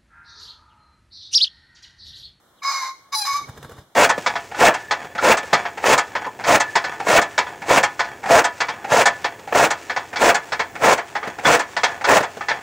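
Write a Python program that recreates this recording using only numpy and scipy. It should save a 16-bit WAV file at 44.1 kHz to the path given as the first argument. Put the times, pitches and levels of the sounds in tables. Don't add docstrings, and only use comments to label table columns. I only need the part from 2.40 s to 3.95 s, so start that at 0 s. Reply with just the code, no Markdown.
import sys
import numpy as np
from scipy import signal
from scipy.fft import rfft, irfft, next_fast_len
from scipy.io import wavfile
from scipy.ndimage import map_coordinates

SR = 44100
rng = np.random.default_rng(int(sys.argv[2]) if len(sys.argv) > 2 else 0)


def log_audio(samples):
    frames = np.atleast_2d(samples).T
    limited = np.clip(frames, -1, 1)
    pcm = np.round(limited * 32767).astype(np.int16)
    wavfile.write(sys.argv[1], SR, pcm)


N = 68355

# time in seconds, low pitch in Hz, levels of fundamental,
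# octave and treble in dB before their trims, roughness from 0 (clean) to about 1.
FIRST_NOTE = [(.226,1109,-32.5,-38,-48,0.3), (.233,1143,-42.5,-47,-32.5,1.11),
              (.247,1084,-31.5,-30,-31.5,0.97), (.266,1104,-23.5,-32,-29.5,0),
              (.295,1103,-20,-27,-28.5,0.08), (.309,1090,-30.5,-41.5,-27,1.1),
              (.355,1093,-26,-30,-28.5,0.37), (.404,1074,-36,-29,-30,0), (.424,1048,-25.5,-39.5,-29,0.4),
              (.474,1060,-30,-33,-33,0.5), (.503,1059,-29.5,-45,-40,0.33), (.548,1081,-46.5,-53.5,-67,0.2)]
SECOND_ATTACK = [(.729,1116,-29,-34.5,-32,0.56), (.743,1122,-21.5,-29.5,-28,0.19),
                 (.751,1102,-28.5,-28.5,-31,0.14)]
SECOND_NOTE = [(.856,1103,-39.5,-50,-26.5,1), (.872,1110,-33,-34.5,-26.5,0.88),
               (.892,1121,-21,-30,-31.5,0.11), (.922,1105,-21.5,-28.5,-32,0.15),
               (.934,1097,-29.5,-37,-29,0.48), (.95,1140,-19,-32.5,-33.5,0.1), (.967,1164,-21,-37,-31,0.1),
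               (.977,1126,-30.5,-38,-33,0.16), (.992,1157,-22,-41,-39.5,0.074),
               (1.008,1162,-39,-48,-44.5,1), (1.017,1162,-30,-58,-46,0.18), (1.044,1101,-49.5,-36,-51,0.28)]
# time in seconds, pitch in Hz, then its own tone,
# upper sideband and lower sideband in relative dB.
HIGH_VOICE = [(.23, 5020, -6, -10.5, 1), (.27, 5030, 2, -7, -7), (.305, 5057, -2, -2, -11),
              (.352, 4994, -2.5, -8, -7), (.4, 4902, -13, -5.5, -11), (.44, 4950, -11, -15, -7),
              (.735, 5015, 3.5, -4, -2.5), (.895, 5066, -1, -6, -16), (.938, 5040, -4.5, -2, -8),
              (.962, 5137, -8, -20, -24), (.98, 4945, -13, -6, -3.5)]
# frequency in Hz, relative level in dB.
RASP_FIRST = [(300, -34), (600, -11.5), (900, 2), (1300, 4.5), (1750, -5.5), (1950, -7.5), (2250, 4.5),
              (2700, -11), (3550, -17), (3850, -6), (4350, 2), (5300, -3.5), (6200, -5.5), (7200, -9),
              (8300, -21), (11500, -21), (15500, -29)]
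RASP_SECOND = [(300, -22), (600, -11), (900, 5), (1700, 1.5), (1950, 0), (2250, 4), (2700, -1.5),
               (3450, -9), (3850, 5), (6500, 1), (8300, -14.5), (11500, -7.5), (15500, -27)]
RASP_SQUEAL = [(400, -32), (1100, 4.5), (3200, -7), (4200, 4), (8300, -6), (11500, -1), (15500, -12)]
# centre in Hz, width in Hz, boost in dB.
THROAT_RESONANCES = [(1690, 41, 9.5), (3820, 140, 6.5), (4393, 170, 3), (4950, 180, 0), (6010, 270, 4),
                     (12240, 550, 1.5)]
# time in seconds, low and high pitch in Hz, levels of fundamental,
# overtones and high voice in dB, the high voice's overtones in dB relative to it.
SQUEAL = [(.75,884,4951,-39,-58,-26.5,-4), (.762,863,4890,-28,-43,-28,0),
          (.79,858.6,4872,-32.5,-53,-25.5,-1), (.808,833,4830,-33,-42,-30,-1.5),
          (.822,828,4947,-31,-43,-25.5,-5), (.832,805,4870,-43,-38,-34,1),
          (.853,812,4816,-32.5,-44,-35.5,-8)]
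# multiple of the low pitch, relative level in dB.
LOW_OVERTONES = [(2, -3), (3, 2.5), (4, -6.5), (5, 6), (9, -7)]
# multiple of the high pitch, multiple of the low pitch added to it, relative level in dB.
SQUEAL_BANDS = [(1, -1, 0), (1, 0, 0), (1, 1, -5.5), (1, 2, -14), (1, 3, -30)]
SQUEAL_OVERTONE_BANDS = [(2, 0, -8.5), (2, 1, -9), (2, 2, -19), (2, 3, -21), (3, -2, -27), (3, -1, -21),
                         (3, 1, -22)]

# time in seconds, thump in dB, swish in dB.
DOWNSTROKES = [(0.937, -44, -47), (1.021, -42.5, -46), (1.1, -30, -39), (1.187, -36, -41.5),
               (1.2555, -35, -38.5), (1.3278, -34, -40.5), (1.3935, -37, -41)]
# time in seconds, tick in dB, hollow knock in dB.
FLICKS = [(1.092, -50, -59), (1.175, -40, -41.5), (1.229, -35.5, -40), (1.246, -48, -44),
          (1.296, -40.5, -33.5), (1.317, -47.5, -40)]
# time in seconds, level in dB.
RUSTLE_LEVEL = [(.9, -71), (1.02, -49), (1.41, -47.5), (1.46, -64.5), (1.55, -77)]
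# frequency in Hz, relative level in dB.
SWISH_SPECTRUM = [(40, -26), (130, 4), (230, -7), (480, -4), (1600, -7), (2600, -19.5), (7000, -26),
                  (15000, -30)]
FLICK_SPECTRUM = [(60, -6), (800, -7.5), (1600, -4), (2200, -14), (3300, -6.5), (5000, -18), (15000, -23)]
RUSTLE_SPECTRUM = [(40, 0), (135, 4), (300, -1), (1200, -7.5), (2400, -19.5), (3500, -14), (6000, -23),
                   (15000, -37.5)]

# frequency in Hz, gain in dB.
LEAF_SCATTER = [(300, -33), (1100, -16.5), (2200, -12), (4500, -1.5)]
TREE_SCATTER = [(200, -45), (1100, -19), (2200, -14.5), (5000, -11)]
# time in seconds, pitch in Hz, level in dB.
CHIRP = [(.174, 4050, -63), (.19, 3500, -56), (.207, 2920, -60)]
# frequency in Hz, relative level in dB.
HUSH_SPECTRUM = [(15, -54), (35, -7), (110, -8.5), (700, -8), (1400, -8.5), (2560, -23), (3600, -14),
                 (4750, -21.5), (15500, -26.5)]
# frequency in Hz, left-right correlation.
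HUSH_LIKENESS = [(1000, 0.83), (4000, 0.08)]
# centre in Hz, width in Hz, gain at the centre.
RECORDER_DIPS = [(2600, 217, .03), (4614, 223, 0.2)]


def crow():
    first = harsh_voices(FIRST_NOTE, RASP_FIRST)
    attack = harsh_voices(SECOND_ATTACK, RASP_SECOND)
    return first + attack + squeal() + harsh_voices(SECOND_NOTE, RASP_SECOND, after_squeal=True)


def harsh_voices(rows, rasp_spectrum, after_squeal=False, flutter_db=6, trim_db=-1.5, octave_trim_db=-1.3):
    gate, low_hz, tone_db, octave_db, treble_db, rough = curves(rows)
    _, high_hz, own_db, upper_db, lower_db = curves(HIGH_VOICE)
    high_hz = high_hz + 22 * wobble(90)
    low = phase(low_hz) + 0.52 * rough * wobble(350)
    high = phase(high_hz) + 0.78 * rough * wobble(400)
    tone = amp(tone_db + trim_db + flutter_db * rough * wobble(220)) * np.cos(low)
    octave_gain = amp(octave_db + octave_trim_db + flutter_db * rough * wobble(260))
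    octave = octave_gain * np.cos(2 * low + 0.16 * wobble(240))
    rasp = throat(noise(rasp_spectrum, gate=1 + 0.74 * np.cos(low)), high_hz)
    whistle = sidebands([(1, -1, lower_db), (1, 0, own_db), (1, 1, upper_db)], high, low, flutter_db=2)
    whistle *= amp(-4 * rough)
    edge = amp(trim_db) * (whistle + rasp) + after_squeal * wavering_tone()
    return gate * (np.sqrt(2) * (tone + octave) + amp(treble_db + 0.5 * wobble(300)) * edge)


def squeal():
    gate, low_hz, high_hz, tone_db, overtone_db, high_db, top_db = curves(SQUEAL)
    low = phase(low_hz) + 0.025 * wobble(400)
    high = phase(high_hz) + 0.15 * wobble(600)
    overtones = sum(amp(db) * np.cos(round(k) * low) for k, db in LOW_OVERTONES)
    low_voice = np.sqrt(2) * (amp(tone_db) * np.cos(low) + amp(overtone_db) * overtones)
    whistle = sidebands(SQUEAL_BANDS, high, low)
    whistle += amp(top_db) * sidebands(SQUEAL_OVERTONE_BANDS, high, low)
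    whistle *= amp(1.4 * wobble(450))
    rasp = amp(-12) * noise(RASP_SQUEAL, gate=1 + np.cos(low))
    return gate * (low_voice + amp(high_db) * (whistle + rasp))


def sidebands(bands, high, low, flutter_db=0.5):
    return sum(amp(db + flutter_db * wobble(150))
               * np.cos(round(m) * high + round(k) * low + rng.uniform(0, 2 * np.pi))
               for m, k, db in bands)


def throat(rasp, high_hz, rest_pitch_hz=5035, waver=0.00792):
    def boost(hz):
        return amp(sum(db / (1 + (2 * (hz - centre) / width) ** 2)
                       for centre, width, db in THROAT_RESONANCES))
    speed = high_hz / rest_pitch_hz + waver * wobble(60)
    return unit(map_coordinates(filtered(rasp, boost), [np.cumsum(speed)], order=5, mode="mirror"))


def wavering_tone(hz=873):
    angle = phase(hz + 10 * wobble(120))
    return amp(-9 + 4.6 * wobble(68.7)) * (np.cos(angle) + amp(-10) * np.cos(2 * angle))


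def wings(swish_lead_s=0.0064, knock_hz=461, whirr_hz=129.9):
    thumps = sum(amp(db) * air_push(s) for s, db, _ in DOWNSTROKES)
    knocks = sum(amp(db) * ring(s, knock_hz, rise_s=0.001, fall_s=0.0082) for s, _, db in FLICKS)
    whirr = amp(-3) * np.cos(phase(whirr_hz + 6 * wobble(15.1)))
    swishes = sum(amp(db) * swell(s - swish_lead_s, rise_s=0.014, fall_s=0.01)
                  for s, _, db in DOWNSTROKES)
    swishes *= noise(SWISH_SPECTRUM, gate=amp(1.5 * wobble(500)))
    ticks = sum(amp(db) * swell(s, rise_s=0.001, fall_s=0.0035) for s, db, _ in FLICKS)
    ticks *= noise(FLICK_SPECTRUM)
    gate, rustle_db = curves(RUSTLE_LEVEL)
    plumage = gate * amp(rustle_db) * (noise(RUSTLE_SPECTRUM) + whirr)
    return thumps + knocks + swishes + ticks + plumage


def air_push(peak_s, hz=102.2, half_width_s=0.0053):
    t = clock() - peak_s
    return np.exp(-(t / half_width_s) ** 2) * np.cos(2 * np.pi * hz * t)


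def foliage(bird, spectrum, t60_s, build_s):
    t = clock()
    tail = rng.standard_normal((2, N)) * amp(-60 * t / t60_s) * (1 - np.exp(-(t / build_s) ** 2))
    tail /= np.linalg.norm(tail, axis=1, keepdims=True)
    reflected = filtered(bird, lambda hz: amp(along(spectrum, hz)))
    return signal.fftconvolve(reflected[None], tail, axes=1)[:, :N]


def tree_echo(bird, delay_s=0.375, top_hz=2007):
    late_and_dull = lambda hz: np.exp(-2j * np.pi * hz * delay_s) / (1 + (hz / top_hz) ** 4)
    return amp(-33) * filtered(bird, late_and_dull)


def chirp():
    gate, hz, db = curves(CHIRP)
    return gate * amp(db) * np.cos(phase(hz + 300 * wobble(700)))


def hush():
    spread = lambda hz: np.arccos(np.clip(along(HUSH_LIKENESS, hz), -1, 1)) / 2
    mid = filtered(noise(HUSH_SPECTRUM), lambda hz: np.cos(spread(hz)))
    side = filtered(noise(HUSH_SPECTRUM), lambda hz: np.sin(spread(hz)))
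    return amp(-58) * np.array([mid + side, mid - side])


def amp(db):
    return 10 ** (np.asarray(db) / 20)


def unit(x):
    return x / np.sqrt(np.mean(x ** 2) + 1e-20)


def clock():
    return np.arange(N) / SR


def phase(hz):
    return 2 * np.pi * np.cumsum(hz) / SR


def along(points, hz):
    knots_hz, values = np.transpose(points)
    return np.interp(np.log(hz + 1), np.log(knots_hz + 1), values)


def curves(rows, fade_s=0.0071):
    times, *columns = np.transpose(rows)
    t = clock()
    outside = np.maximum(np.maximum(times[0] - t, t - times[-1]), 0)
    return [np.exp(-2 * (outside / fade_s) ** 2)] + [np.interp(t, times, c) for c in columns]


def wobble(rate):
    return map_coordinates(rng.standard_normal(N), [clock() * rate], mode="mirror")


def swell(peak_s, rise_s, fall_s):
    t = clock() - peak_s
    return np.exp(-np.maximum(-t / rise_s, t / fall_s))


def ring(peak_s, hz, rise_s, fall_s):
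    return swell(peak_s, rise_s, fall_s) * np.cos(2 * np.pi * hz * (clock() - peak_s))


def filtered(x, response):
    size = next_fast_len(N + SR // 2)
    return irfft(rfft(x, size) * response(np.fft.rfftfreq(size, 1 / SR)), size)[..., :N]


def noise(spectrum, gate=1):
    return unit(filtered(gate * rng.standard_normal(N), lambda hz: amp(along(spectrum, hz))))


def scene():
    bird = crow() + wings()
    direct = bird * amp([[-0.3], [0.3]])
    leaves = foliage(bird, LEAF_SCATTER, t60_s=0.045, build_s=0.00045)
    trees = foliage(bird, TREE_SCATTER, t60_s=0.5, build_s=0.027)
    return direct + leaves + trees + tree_echo(bird) + chirp() + hush()


def record(dry):
    def response(hz, low_cut_hz=35, top_hz=15800):
        gain = hz ** 2 / (hz ** 2 + low_cut_hz ** 2) * (hz < top_hz)
        for centre, width, floor in RECORDER_DIPS:
            detuning, damping = centre ** 2 - hz ** 2, 2j * hz * width
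            gain = gain * (detuning + floor * damping) / (detuning + damping)
        return gain
    return filtered(dry, response)


dry = scene()
out = record(dry)
log_audio(out)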